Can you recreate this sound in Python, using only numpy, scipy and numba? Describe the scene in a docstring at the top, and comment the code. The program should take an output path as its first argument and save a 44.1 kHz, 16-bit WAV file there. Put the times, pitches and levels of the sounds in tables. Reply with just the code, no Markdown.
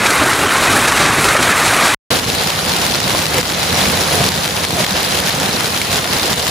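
"""Heavy hail in two places

A car park heard in mono from under an awning, a short silence, then a paved street in stereo from a doorway.
Far stones merge into a roar of flickering noise bands; near ones crack singly as short damped sines.
Big stones thud on car roofs and paving as ringing modes, among heavy knocks and brief hollow tones.
On the street the loudest stones push the limiter down, and the roar swells back between them.
"""
import sys
import numpy as np
from scipy import signal
from scipy.fft import rfft, irfft, next_fast_len
from scipy.io import wavfile
from scipy.ndimage import uniform_filter1d
from numba import njit

SR = 44100
rng = np.random.default_rng(int(sys.argv[2]) if len(sys.argv) > 2 else 0)


def digitize_waveform(pressure):
    """Quantize a signal to 16-bit integers and store it at the path in sys.argv[1].

    Rows of a 2-D input are taken as channels; values are limited to [-1, 1].
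    """
    field = np.atleast_2d(pressure).T
    bounded = np.clip(field, -1, 1)
    quanta = np.round(bounded * 32767).astype(np.int16)
    wavfile.write(sys.argv[1], SR, quanta)


N = 286650
FREQ = np.fft.rfftfreq(next_fast_len(N), 1 / SR)

PARK_END_S, STREET_START_S = 1.947, 2.104
STREET_GAIN_DB = -3  # applied to everything heard on the street
PORT_LAG_S = 0.000296  # the street lies along the line of the two ports and reaches the right one first
BIGGEST_SHARE = 0.06  # levels off the size of the largest stones
GUST_PER_S, GUST_DB, RUMBLE_GUST_DB = 12, 0.54, 1.0  # how fast and how far the levels wander
RING_BLUR = 0.8  # noisy part of a hollow ring against its steady part
LIMIT, LIMIT_RELEASE_S = 1.18, 0.19
CLIP_AT = 0.92  # hard ceiling after the limiter
TOP_HZ, STREET_TOP_HZ = 15750, 15480


def amp(db):
    """Amplitude factor of a level in dB."""
    return 10 ** (np.asarray(db) / 20)


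def unit(x):
    """Scale x to an RMS of 1."""
    return x / np.sqrt(np.mean(x ** 2))


def along(table):
    """Values of (frequency [Hz], value) rows at every frequency, joined on a log axis."""
    hz, value = np.transpose(table)
    return np.interp(np.log(FREQ + 1), np.log(hz), value)


def colour(x, gain):
    """Weigh every frequency of x by gain."""
    size = next_fast_len(N)
    return irfft(rfft(x, size) * gain, size)[..., :N]


def walk(rate):
    """Random levels, rate of them a second, joined by straight ramps; RMS 1."""
    hold = int(SR / rate)
    steps = np.repeat(rng.standard_normal(N // hold + 1), hold)
    return unit(uniform_filter1d(steps, hold)[:N])


@njit
def add(out, start, hz, cycles, size):
    """Damped grains: a sine that dies by 1 / e in the given number of cycles."""
    for k in range(len(hz)):
        turn = np.exp((2j * np.pi - 1 / cycles) * hz[k] / SR)
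        for c in range(2):
            z = size[k, c] + 0j
            stop = min(start[k, c] + int(6 * cycles * SR / hz[k]), out.shape[1])
            for i in range(start[k, c], stop):
                out[c, i] += z.imag
                z *= turn


def cracks(s, size, hz, pan_db, cycles, lag_per_db=1.0):
    """One short grain a stone; the nearer port hears it louder and a few samples earlier."""
    out = np.zeros((2, N))
    half_pan_db = pan_db[:, None] * np.array([1, -1]) / 2
    start = (s[:, None] * SR - lag_per_db * half_pan_db).astype(int)  # lag in samples per dB
    add(out, np.clip(start, 0, N), hz, cycles, size[:, None] * amp(half_pan_db))
    return out


def lagged(x):
    """Sound from along the street: early at the right port, late at the left."""
    return colour(x, np.exp(np.outer([-1j, 1j], np.pi * FREQ * PORT_LAG_S)))


def doorway_noise():
    """Three arrivals of noise, constant in total power: facing both ports, along the street, and scattered."""
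    # Direction of the street's roar, levels above the scattered part:
    # (frequency [Hz], facing level [dB], along-street level [dB])
    arrivals = [(60, 19, -7), (200, 6, 2), (506, -0.5, -10), (1210, -1.5, -3.5), (2460, -1, -41),
                (4640, 8, -32), (6460, 1, -3), (8400, -9, 16), (12000, -14, 20), (15500, -12, -5)]
    hz, facing_db, street_db = np.transpose(arrivals)
    facing = amp(along(np.transpose([hz, facing_db])))
    lengthwise = amp(along(np.transpose([hz, street_db])))
    total = np.sqrt(1 + facing ** 2 + lengthwise ** 2)
    ahead, down, left, right = rng.standard_normal((4, N))
    from_ahead = colour(ahead, facing / total)
    from_street = lagged(colour(down, lengthwise / total))
    scattered = colour(np.array([left, right]), 1 / total)
    return from_ahead + from_street + scattered


def roar(spectrum, noise, flicker_db):
    """Countless far stones: octave bands of noise, each flickering on its own around a shared flicker."""
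    out, shared = 0, walk(40)
    for hz in 40 * 2. ** np.arange(9):
        octaves_off = np.clip(np.log2((FREQ + 1) / hz), -1, hz < 9000)  # the top band stays open above
        band = np.cos(np.pi / 2 * octaves_off) ** 2
        flicker = amp(flicker_db * (shared + 0.7 * walk(25.1)))
        out = out + flicker * colour(noise, band * amp(along(spectrum)))
    return unit(out)


def thuds(modes, per_s, spread_db, detune_share=0.051):
    """Big stones ring the given modes, each blow with its own share of every mode."""
    count, out = int(per_s * N / SR), np.zeros((2, N))
    when, big = rng.random((count, 2)).T
    start = np.repeat((when * N).astype(int)[:, None], 2, axis=1)
    for hz, width_hz, db in modes:
        share, detune = rng.standard_normal((count, 2)).T
        size = amp(db - spread_db * np.log(big + 0.043)) * share * np.sqrt(width_hz)
        cycles = hz / (np.pi * width_hz)  # a narrow mode rings longer
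        add(out, start, hz * (1 + detune_share * detune), cycles, np.repeat(size[:, None], 2, axis=1))
    return unit(out)


def near_patter(spectrum, per_s, spread_db, width_db, cycles, low_hz=700, octaves=4.14):
    """Near stones at random moments, many small and few large, each with its own pitch and side."""
    count = int(per_s * N / SR)
    when, big, pitch, side, sign = rng.random((count, 5)).T
    hz = np.minimum(low_hz * 2 ** (octaves * pitch), 15000)
    size = np.sign(sign - 0.5) * amp(-spread_db * np.log(big + BIGGEST_SHARE)) * hz / 1000
    grains = cracks(when * N / SR, size, hz, width_db * (2 * side - 1), cycles)
    return unit(colour(grains, amp(along(spectrum))))


def steady(storm, clatter_curve, rumble_curve):
    """Clatter and rumble, parted near 300 Hz, each follow their level and wander a little around it."""
    rumble = colour(storm, 1 / (1 + (FREQ / 300) ** 4))
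    clatter = storm - rumble
    t = np.arange(N) / SR
    clatter_db = np.interp(t, *np.transpose(clatter_curve)) + GUST_DB * walk(GUST_PER_S)
    rumble_db = np.interp(t, *np.transpose(rumble_curve)) + RUMBLE_GUST_DB * walk(GUST_PER_S)
    return amp(clatter_db) * unit(clatter) + amp(rumble_db) * unit(rumble)


def rings():
    """Short hollow tones blurred into a narrow band, rising quickly and fading more slowly."""
    # Hollow rings that swell, slide and stop:
    # (time [s], length [s], level [dB], start pitch [Hz], end pitch [Hz])
    hollow_tones = [(.198, 0.052, -17.5, 285, 275), (0.206, 0.058, -19.5, 616, 600),
                    (0.236, 0.07, -18, 382, 370), (0.442, 0.024, -19, 416, 400),
                    (3.345, 0.072, -17, 558, 447), (3.35, .06, -23, 900, 950),
                    (4.129, .13, -19.5, 701, 700), (4.129, 0.12, -21, 429.5, 419),
                    (4.19, 0.049, -14, 140, 140), (4.72, .04, -16.5, 196, 200),
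                    (4.749, 0.088, -20.5, 739, 520), (4.761, 0.087, -24, 380, 370),
                    (4.815, 0.03, -14.5, 185, 180), (4.91, .035, -15, 190, 185),
                    (5.441, 0.09, -27, 402, 401)]
    out = np.zeros((2, N))
    for start_s, length_s, level_db, from_hz, to_hz in hollow_tones:
        i, share = int(start_s * SR), np.linspace(0, 1, int(length_s * SR))
        phase = 2 * np.pi * np.cumsum(from_hz + (to_hz - from_hz) * share) / SR
        swell = amp(level_db) * np.sin(np.pi * share ** 0.78)
        out[:, i:i + len(share)] += swell * np.array([np.sin(phase), np.cos(phase)])
    # random gains on the sine and cosine parts spread each tone around its pitch
    return out[0] * (1 + RING_BLUR * walk(110)) + out[1] * RING_BLUR * walk(110)


def heavy_knocks():
    """Heaviest blows: a damped sine of a few cycles, with two overtones off the harmonic series."""
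    # Heaviest knocks: (time [s], level [dB], pitch [Hz])
    blows = [(0.057, -10, 890), (0.436, -7, 840), (0.556, -8, 860), (0.621, -11, 670), (0.165, -8, 1450),
             (0.262, -6, 1330), (0.314, -5, 1400), (0.493, -6, 1590), (0.564, -5, 1640), (0.678, -12, 1480),
             (0.782, -10, 586), (0.849, -10, 1060), (1.057, -3, 1730), (1.108, -10, 1210),
             (1.309, -4, 1440), (1.365, -4, 1800), (1.59, -8, 1430), (1.627, -9, 1190), (1.85, -11, 1550),
             (1.879, -10, 1240), (0.92, -8, 961), (1.183, -11, 347), (1.351, -4.5, 600), (1.394, -10, 239),
             (1.729, -8, 723), (3.149, -2, 714), (3.345, -10, 420), (3.795, -16, 666), (4.215, -16, 523),
             (4.252, -10, 438), (4.76, -11, 400), (4.8, -6, 990), (5.437, -9, 732), (5.548, -10, 552),
             (5.643, -9, 436), (5.975, -16, 670), (6.056, -8, 700), (6.246, -9, 376), (6.297, -6, 760)]
    # Overtones that ring with every knock: (multiple of its pitch [ratio], level [dB])
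    overtones = [(1.42, -7), (2.07, -10)]
    when, level_db, hz = np.transpose(blows)
    out = cracks(when, amp(level_db), hz, 0 * when, cycles=3.1)
    for multiple, db in overtones:
        out = out + cracks(when, amp(level_db + db), multiple * hz, 0 * when, cycles=5.0)
    return out


def stones(table, cycles, tick_db, spray_db, spray_s):
    """A loud stone: a crack at its own pitch, a bright tick, and a brief spray of splinters."""
    when, level_db, hz, *pan = np.transpose(table)
    pan_db = pan[0] if pan else 0 * when
    # make up for the damping, and set the level at the nearer port
    size = amp(level_db - np.abs(pan_db) / 2) * np.exp(1 / (4 * cycles))
    push = np.sign(rng.random(len(size)) - 0.8) * size  # most arrive as a drop in pressure
    tick = cracks(when, push * amp(tick_db), np.minimum(3 * hz, 14000), pan_db, cycles)

    blows = np.zeros(N)
    blows[((when + 1 / hz) * SR).astype(int)] = size  # splinters fly once the first cycle is over
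    fade = signal.lfilter([1], [1, -np.exp(-1 / (spray_s * SR))], blows)
    splinters = colour(rng.standard_normal(N), FREQ / (FREQ + 1500) / (1 + (FREQ / 5000) ** 2))
    spray = amp(spray_db) * fade * unit(splinters)

    # a weak swing the other way comes first
    lead = cracks(when - 0.5 / hz, -amp(-14.0) * push, hz, pan_db, cycles)
    return lead + cracks(when, push, hz, pan_db, cycles) + tick + spray


def level_dips():
    """Gain curve of the car park, whose level dips for a few milliseconds at a time."""
    # Brief dips in level: (time [s], depth [dB])
    dips = [(.25, -5), (.367, -3), (.617, -1.5), (.868, -6), (.99, -3), (1.115, -2), (1.383, -2.5),
            (1.413, -1.5), (1.585, -1.5)]
    t, dip_s = np.arange(N) / SR, 0.005
    return amp(sum(db * np.exp(-((t - s) / dip_s) ** 2) for s, db in dips))


def car_park():
    """Denser, duller clatter on car bodies, in mono, with the top turned down."""
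    # Colour of the roar, then of a near stone's crack: (frequency [Hz], level [dB per Hz])
    roar_colour = [(40, -16), (135, -9.5), (160, -9.5), (285, -4.5), (520, -4.5), (950, -6), (1250, -4.5),
                   (1650, -3.5), (2550, -7), (2850, -13), (3250, -10), (3900, -8), (4940, -14), (8560, -14),
                   (11900, -18)]
    crack_colour = [(300, -12), (1200, 0), (2400, -6.5), (4000, -15), (8000, -12), (12000, -12.5),
                    (15000, -29)]
    # Hollows that big stones thud on, then a car panel that big stones also ring: # (frequency [Hz], width
    # [Hz], level [dB])
    thud_modes = [(90, 24, -6.5), (131.4, 8.5, -3), (255, 41, -2.5), (322, 92, 0), (686, 210, -5),
                  (1215, 35, -4.5)]
    panel_modes = [(1200, 35, -3), (1370, 60, -1), (1560, 60, -1.5), (2410, 60, -3.5), (3050, 40, -9),
                   (3880, 120, -7), (5760, 120, -11)]
    # Loudest single stones: (time [s], level [dB], pitch [Hz])
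    loud_stones = [(0.0612, -1.5, 2710), (0.0664, -5, 2030), (0.1048, 0, 2330), (0.1252, -7, 2230),
                   (0.1312, -10, 2060), (0.2011, -11, 1360), (0.3321, -2, 2020), (0.3624, -4, 1980),
                   (0.3918, -5, 1790), (0.463, -11, 2100), (0.6358, -4, 2110), (0.6796, -8, 2140),
                   (0.7012, -9, 1990), (0.7282, -5, 2420), (0.7334, -10, 3060), (0.7733, -10, 1690),
                   (0.8499, -5, 2290), (0.8828, -6, 1950), (0.9208, -3, 2320), (0.9652, -5, 1800),
                   (0.972, -5, 2090), (0.9779, -3, 2070), (1.0208, -5, 2200), (1.0605, -5, 1850),
                   (1.2095, -10, 2290), (1.2428, 1, 2650), (1.252, -7, 2030), (1.2869, 1.5, 1920),
                   (1.3686, -4, 1610), (1.427, 1.5, 2410), (1.5785, -3, 1640), (1.5993, -4, 1760),
                   (1.6802, 0, 2450), (1.7352, -4, 1710), (1.744, -4, 2350), (1.772, -3, 1940),
                   (1.827, -10, 2220), (1.8529, -5.5, 1750), (1.8577, -11, 2220), (1.8798, -6, 1900),
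                   (1.9392, -8.5, 2770)]
    # Clatter above 300 Hz, then rumble below: (time [s], level [dB])
    clatter_curve = [(0, -12.5), (1.0, -12), (1.945, -12)]
    rumble_curve = [(0, -28), (.25, -25), (.5, -26), (.75, -24.5), (1.0, -23), (1.3, -24), (1.6, -25.5),
                    (1.945, -26.5)]

    far = roar(roar_colour, rng.standard_normal(N), flicker_db=1.6)
    near = near_patter(crack_colour, per_s=1500, spread_db=5.5, width_db=0, cycles=0.93)
    # sheet metal rings on
    rattle = near_patter(crack_colour, per_s=800, spread_db=3.0, width_db=0, cycles=18.4,
                         low_hz=352.5, octaves=3.2)
    low = thuds(thud_modes, per_s=200, spread_db=1.5)
    panel = thuds(panel_modes, per_s=250, spread_db=2.5, detune_share=0.011)
    storm = amp(-1.0) * far + amp(-7.0) * near + amp(-4.5) * rattle + amp(-14.0) * low + amp(-11.5) * panel
    loud = stones(loud_stones, 0.7, tick_db=-6, spray_db=-12.0, spray_s=0.0047)
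    mic_db = -12 / (1 + (12600 / (FREQ + 1)) ** 30)  # steep shelf down above 12.6 kHz
    return colour(steady(storm, clatter_curve, rumble_curve) + loud, amp(mic_db))


def street():
    """Brighter, sparser cracks on paving, spread across the doorway."""
    # Colour of the roar, then of a near stone's crack: (frequency [Hz], level [dB per Hz])
    roar_colour = [(25, -30), (45, -10), (75, -4), (164, -4), (770, -3), (1110, -5.5), (2000, -6),
                   (3800, -9.5), (7310, -14), (10300, -14), (13700, -19), (15400, -25.5)]
    crack_colour = [(300, -6), (1000, 2.5), (2000, -8), (4000, 5), (6000, -2), (10000, -5), (15000, 7)]
    # Panels and hollows that big stones thud on: (frequency [Hz], width [Hz], level [dB])
    thud_modes = [(91.5, 29, -4), (131, 100, -2), (173, 31, 0.5), (231, 34, -6), (507, 41, -2),
                  (729, 52, -4.5)]
    # Loudest single stones: (time [s], level [dB], pitch [Hz], left minus right [dB])
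    loud_stones = [(2.116, 0.5, 3430, -4.5), (2.1227, -3, 3190, -1), (2.1318, -2.5, 3580, -7),
                   (2.142, -3, 3990, 1), (2.169, 2, 3150, 3), (2.1888, 2, 4680, 0), (2.196, 10.5, 3940, -6),
                   (2.2435, 2, 4770, 0), (2.3005, 9, 3888, -0.5), (2.3439, 1, 3110, -1),
                   (2.3491, 6.5, 3480, 4), (2.4113, 5, 4610, 3), (2.4225, 2, 4250, 0), (2.4738, 6, 4620, 2),
                   (2.5033, 9, 4220, 0.5), (2.5337, 0, 3046, -2.5), (2.5595, 3, 4120, -0.4),
                   (2.5907, 8, 3340, 6.5), (2.651, 4, 3480, 6), (2.6619, 3, 3360, 3), (2.6799, 0, 3000, 3),
                   (2.6947, 5, 4960, 0.5), (2.7212, 8, 5090, 8), (2.7365, 7.5, 4130, 7),
                   (2.7657, 4, 3580, 5), (2.8165, 3, 3720, 1), (2.8502, 3, 4420, 3), (2.8656, 8.5, 4120, 6),
                   (2.9113, 4, 4460, 3), (2.9212, 7, 3740, 8), (2.9472, 5, 4060, 0), (2.9551, 8, 4630, -3),
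                   (3.0023, 5, 5060, -1), (3.0785, 5.5, 4090, 3.7), (3.0959, 5.4, 4320, -0.2),
                   (3.1062, 8, 3220, 5), (3.1509, 2, 3470, -1), (3.1611, 2, 3970, 3),
                   (3.1914, 6.5, 3700, 7), (3.2181, 0, 3060, 1.5), (3.2231, 2, 4670, 3),
                   (3.2562, 9.5, 3930, 6), (3.2659, 9, 4200, 2.8), (3.3429, 5, 2490, 3.0),
                   (3.3831, 7, 4700, 0), (3.3938, -1, 4050, 3), (3.4125, 10.5, 5540, 5), (3.43, 9, 3620, 7),
                   (3.4541, 5.5, 3340, 8), (3.4728, 4, 4630, 6), (3.4867, 2, 4580, 2.1),
                   (3.4926, 7.5, 4140, 7), (3.5017, 6, 4110, -0.3), (3.5215, 6, 4470, 1),
                   (3.5351, 3, 3820, -1.1), (3.6305, 7.6, 3970, 6), (3.6903, 1, 2720, 4),
                   (3.7072, 4, 4050, 8), (3.727, 7, 5150, 4.5), (3.8527, -2, 2140, -6),
                   (3.8568, 1, 2450, 2), (3.8995, 5, 3500, 1), (3.9737, 4.5, 4040, 2),
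                   (4.0168, 3.5, 5100, 8.5), (4.0274, 3, 5000, 5), (4.1255, 0, 3810, 2),
                   (4.1802, -3, 4280, -4), (4.1897, 2, 3750, 5.4), (4.1979, 0, 3710, 8),
                   (4.206, 1, 3180, 1), (4.2364, 0, 2880, 1), (4.2408, 5.5, 2740, 4),
                   (4.2638, 4, 3800, 2.0), (4.2892, 10.5, 4350, 0), (4.3197, 7.5, 3580, -2),
                   (4.3416, 6, 4100, -1.2), (4.3522, 5, 4260, 1), (4.3642, 3, 4750, -2),
                   (4.3768, 6, 2810, 5), (4.4442, 7, 3530, 0), (4.4522, 4.0, 3630, 1.4),
                   (4.458, 9, 3380, 3.5), (4.4778, 7, 3970, 2.4), (4.4894, 7, 3490, 6),
                   (4.5088, 3, 3640, 4.9), (4.5658, 5, 4300, 4), (4.5745, 3, 3290, 2.5),
                   (4.6368, 3, 5370, 0), (4.6431, 5, 2900, 3.5), (4.6502, 9.5, 3550, 1),
                   (4.7071, 5, 3190, 5), (4.8404, 5, 3610, 3), (4.8452, 8.5, 3250, 2.5),
                   (4.8645, 8, 3850, 3.4), (4.9086, 8.5, 5000, 2.5), (4.9675, 4, 3640, 9),
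                   (4.9783, 4, 4430, 8.5), (5.0307, 4, 3950, 2), (5.0404, 1, 3680, 3), (5.0476, 4, 4620, 6),
                   (5.0531, 2, 5330, 5), (5.0882, 1, 3450, -4), (5.1474, 1, 6670, -4), (5.1521, 6, 2950, 3),
                   (5.1732, 4, 4520, 4), (5.1893, 2.5, 3140, -1), (5.2019, 8.5, 3580, 4.5),
                   (5.2447, 0, 3980, 5), (5.2585, 2, 5500, -0.6), (5.2734, 5, 4450, 7.1),
                   (5.2849, 3, 5910, 3), (5.2963, 6.5, 2910, 5.5), (5.4001, 6, 6630, -0.5),
                   (5.4315, 5, 4500, 4), (5.4596, 7, 3880, 3.5), (5.4859, 2, 6010, -1),
                   (5.4921, 4, 4680, 7), (5.6005, 3, 5500, 5), (5.607, 7.5, 3070, 5),
                   (5.6445, 5.5, 4040, 4), (5.658, 6.5, 4390, 0.5), (5.6682, 4, 4830, -0.1),
                   (5.7044, 2, 3450, 5), (5.7632, 7.5, 3660, 5), (5.7755, 8.5, 4830, -1),
                   (5.8159, 8, 3200, 1.5), (5.8481, 1, 5660, 4), (5.9157, 1, 4150, -1.1),
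                   (5.9275, 4, 6500, 3), (5.9298, 6.5, 3530, 3), (5.9375, 1, 4800, 3), (5.9445, 6, 5140, 6),
                   (5.9582, 7.5, 3660, 2), (5.9899, 9, 3550, 7), (6.043, 5, 2700, 2.5),
                   (6.0751, 1, 3670, 2), (6.1291, 3, 3860, 4), (6.1331, 7, 4120, 3), (6.1582, 0, 6460, 7),
                   (6.1965, 7, 5460, 2), (6.2313, 5.5, 4170, 3), (6.265, 3, 3810, 3), (6.2788, 1, 4480, 4),
                   (6.3308, 11, 4760, 1.5), (6.3383, 5, 4630, 1), (6.3788, 2, 3150, 3),
                   (6.3952, 4, 5830, 0), (6.3991, 3, 4580, 6), (6.4275, 2, 5000, 2),
                   (6.4675, 6.5, 3950, 4.8), (6.4804, 9.5, 3470, 9.2)]
    # Clatter above 300 Hz, then rumble below, ahead of the street gain: (time [s], level [dB])
    clatter_curve = [(2.105, -7.5), (2.19, -9.5), (2.3, -10), (2.45, -10), (2.7, -10), (3.1, -10),
                     (3.25, -10), (3.45, -9), (3.75, -10), (3.87, -9.5), (4.0, -9.5), (4.1, -10.5),
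                     (4.25, -9.5), (4.4, -9.5), (4.6, -10.5), (5.0, -10), (5.15, -10.5), (5.25, -10.5),
                     (5.35, -10), (5.5, -10.5), (5.7, -10.5), (5.88, -10.5), (5.925, -10), (5.975, -7.5),
                     (6.0, -10.5), (6.15, -10), (6.3, -9.5), (6.5, -9)]
    rumble_curve = [(2.105, -15.5), (2.5, -20.5), (2.8, -20), (3.0, -19.5), (3.13, -16), (3.25, -22),
                    (3.35, -16.5), (3.8, -18), (3.93, -17), (4.05, -18), (4.2, -18), (4.3, -16),
                    (4.55, -17.5), (5.05, -21.5), (5.27, -18), (5.48, -16), (5.65, -19.5), (6.1, -18),
                    (6.5, -18.5)]
    # Stereo balance: (frequency [Hz], left minus right [dB])
    balance = [(60, -3.5), (110, 0.5), (200, -4.5), (380, -3), (700, -2.5), (1290, -1.5), (2380, 0),
               (4400, 2), (8120, 0), (15000, -0.5)]

    far = roar(roar_colour, doorway_noise(), flicker_db=1.07)
    near = lagged(near_patter(crack_colour, per_s=1300, spread_db=3.5, width_db=4.5, cycles=1.2, octaves=3.786))
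    # ice rings as it bounces
    rattle = near_patter(crack_colour, per_s=500, spread_db=2.0, width_db=10.5, cycles=9.8,
                         low_hz=598, octaves=3.4)
    low = thuds(thud_modes, per_s=200, spread_db=1.5)
    storm = amp(2.16) * far + amp(-2.5) * near + amp(-8.0) * rattle + amp(-5.5) * low
    loud = stones(loud_stones, 0.6, tick_db=-7.0, spray_db=-14.5, spray_s=0.0022)
    mic_db = -16 * (FREQ > STREET_TOP_HZ) - 12 / (1 + (FREQ / 45) ** 4)  # duller at both ends
    side_db = np.outer([0.5, -0.5], along(balance))
    return colour(steady(storm, clatter_curve, rumble_curve) + loud, amp(mic_db + side_db))


def scene():
    """The first place stops dead, the second starts as abruptly; knocks and hollow rings sound in both."""
    t = np.arange(N) / SR
    park_gate = np.clip((PARK_END_S - t) / 0.0005, 0, 1)
    street_gate = np.clip((t - STREET_START_S) / 0.0018, 0, 1)
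    knocks = heavy_knocks() + rings()
    park = 0.88 * np.tanh((car_park() + knocks) / 0.85)  # soft saturation
    return park_gate * level_dips() * park + street_gate * amp(STREET_GAIN_DB) * (street() + knocks)


@njit
def duck(x, top, release_s, ahead):
    """Limiter: the gain drops at once to hold a coming peak at the top, then recovers slowly."""
    gain, peak, fall = np.empty(x.shape[1]), top, np.exp(-1 / (release_s * SR))
    for i in range(len(gain)):
        j = min(i + ahead, len(gain) - 1)
        peak = max(top + (peak - top) * fall, abs(x[0, j]), abs(x[1, j]))
        gain[i] = top / peak
    return gain


def record(dry):
    """The phone drops the deepest bass, ducks under loud hits, clips what is left and cuts the top."""
    dry = signal.sosfilt(signal.butter(2, 35, "high", fs=SR, output="sos"), dry)
    held = dry * duck(dry, LIMIT, LIMIT_RELEASE_S, 20)  # looks 20 samples ahead
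    clipped = np.clip(held, -CLIP_AT, CLIP_AT)
    return signal.sosfilt(signal.ellip(12, 0.2, 90, TOP_HZ, fs=SR, output="sos"), clipped)


dry = scene()
out = record(dry)
digitize_waveform(out)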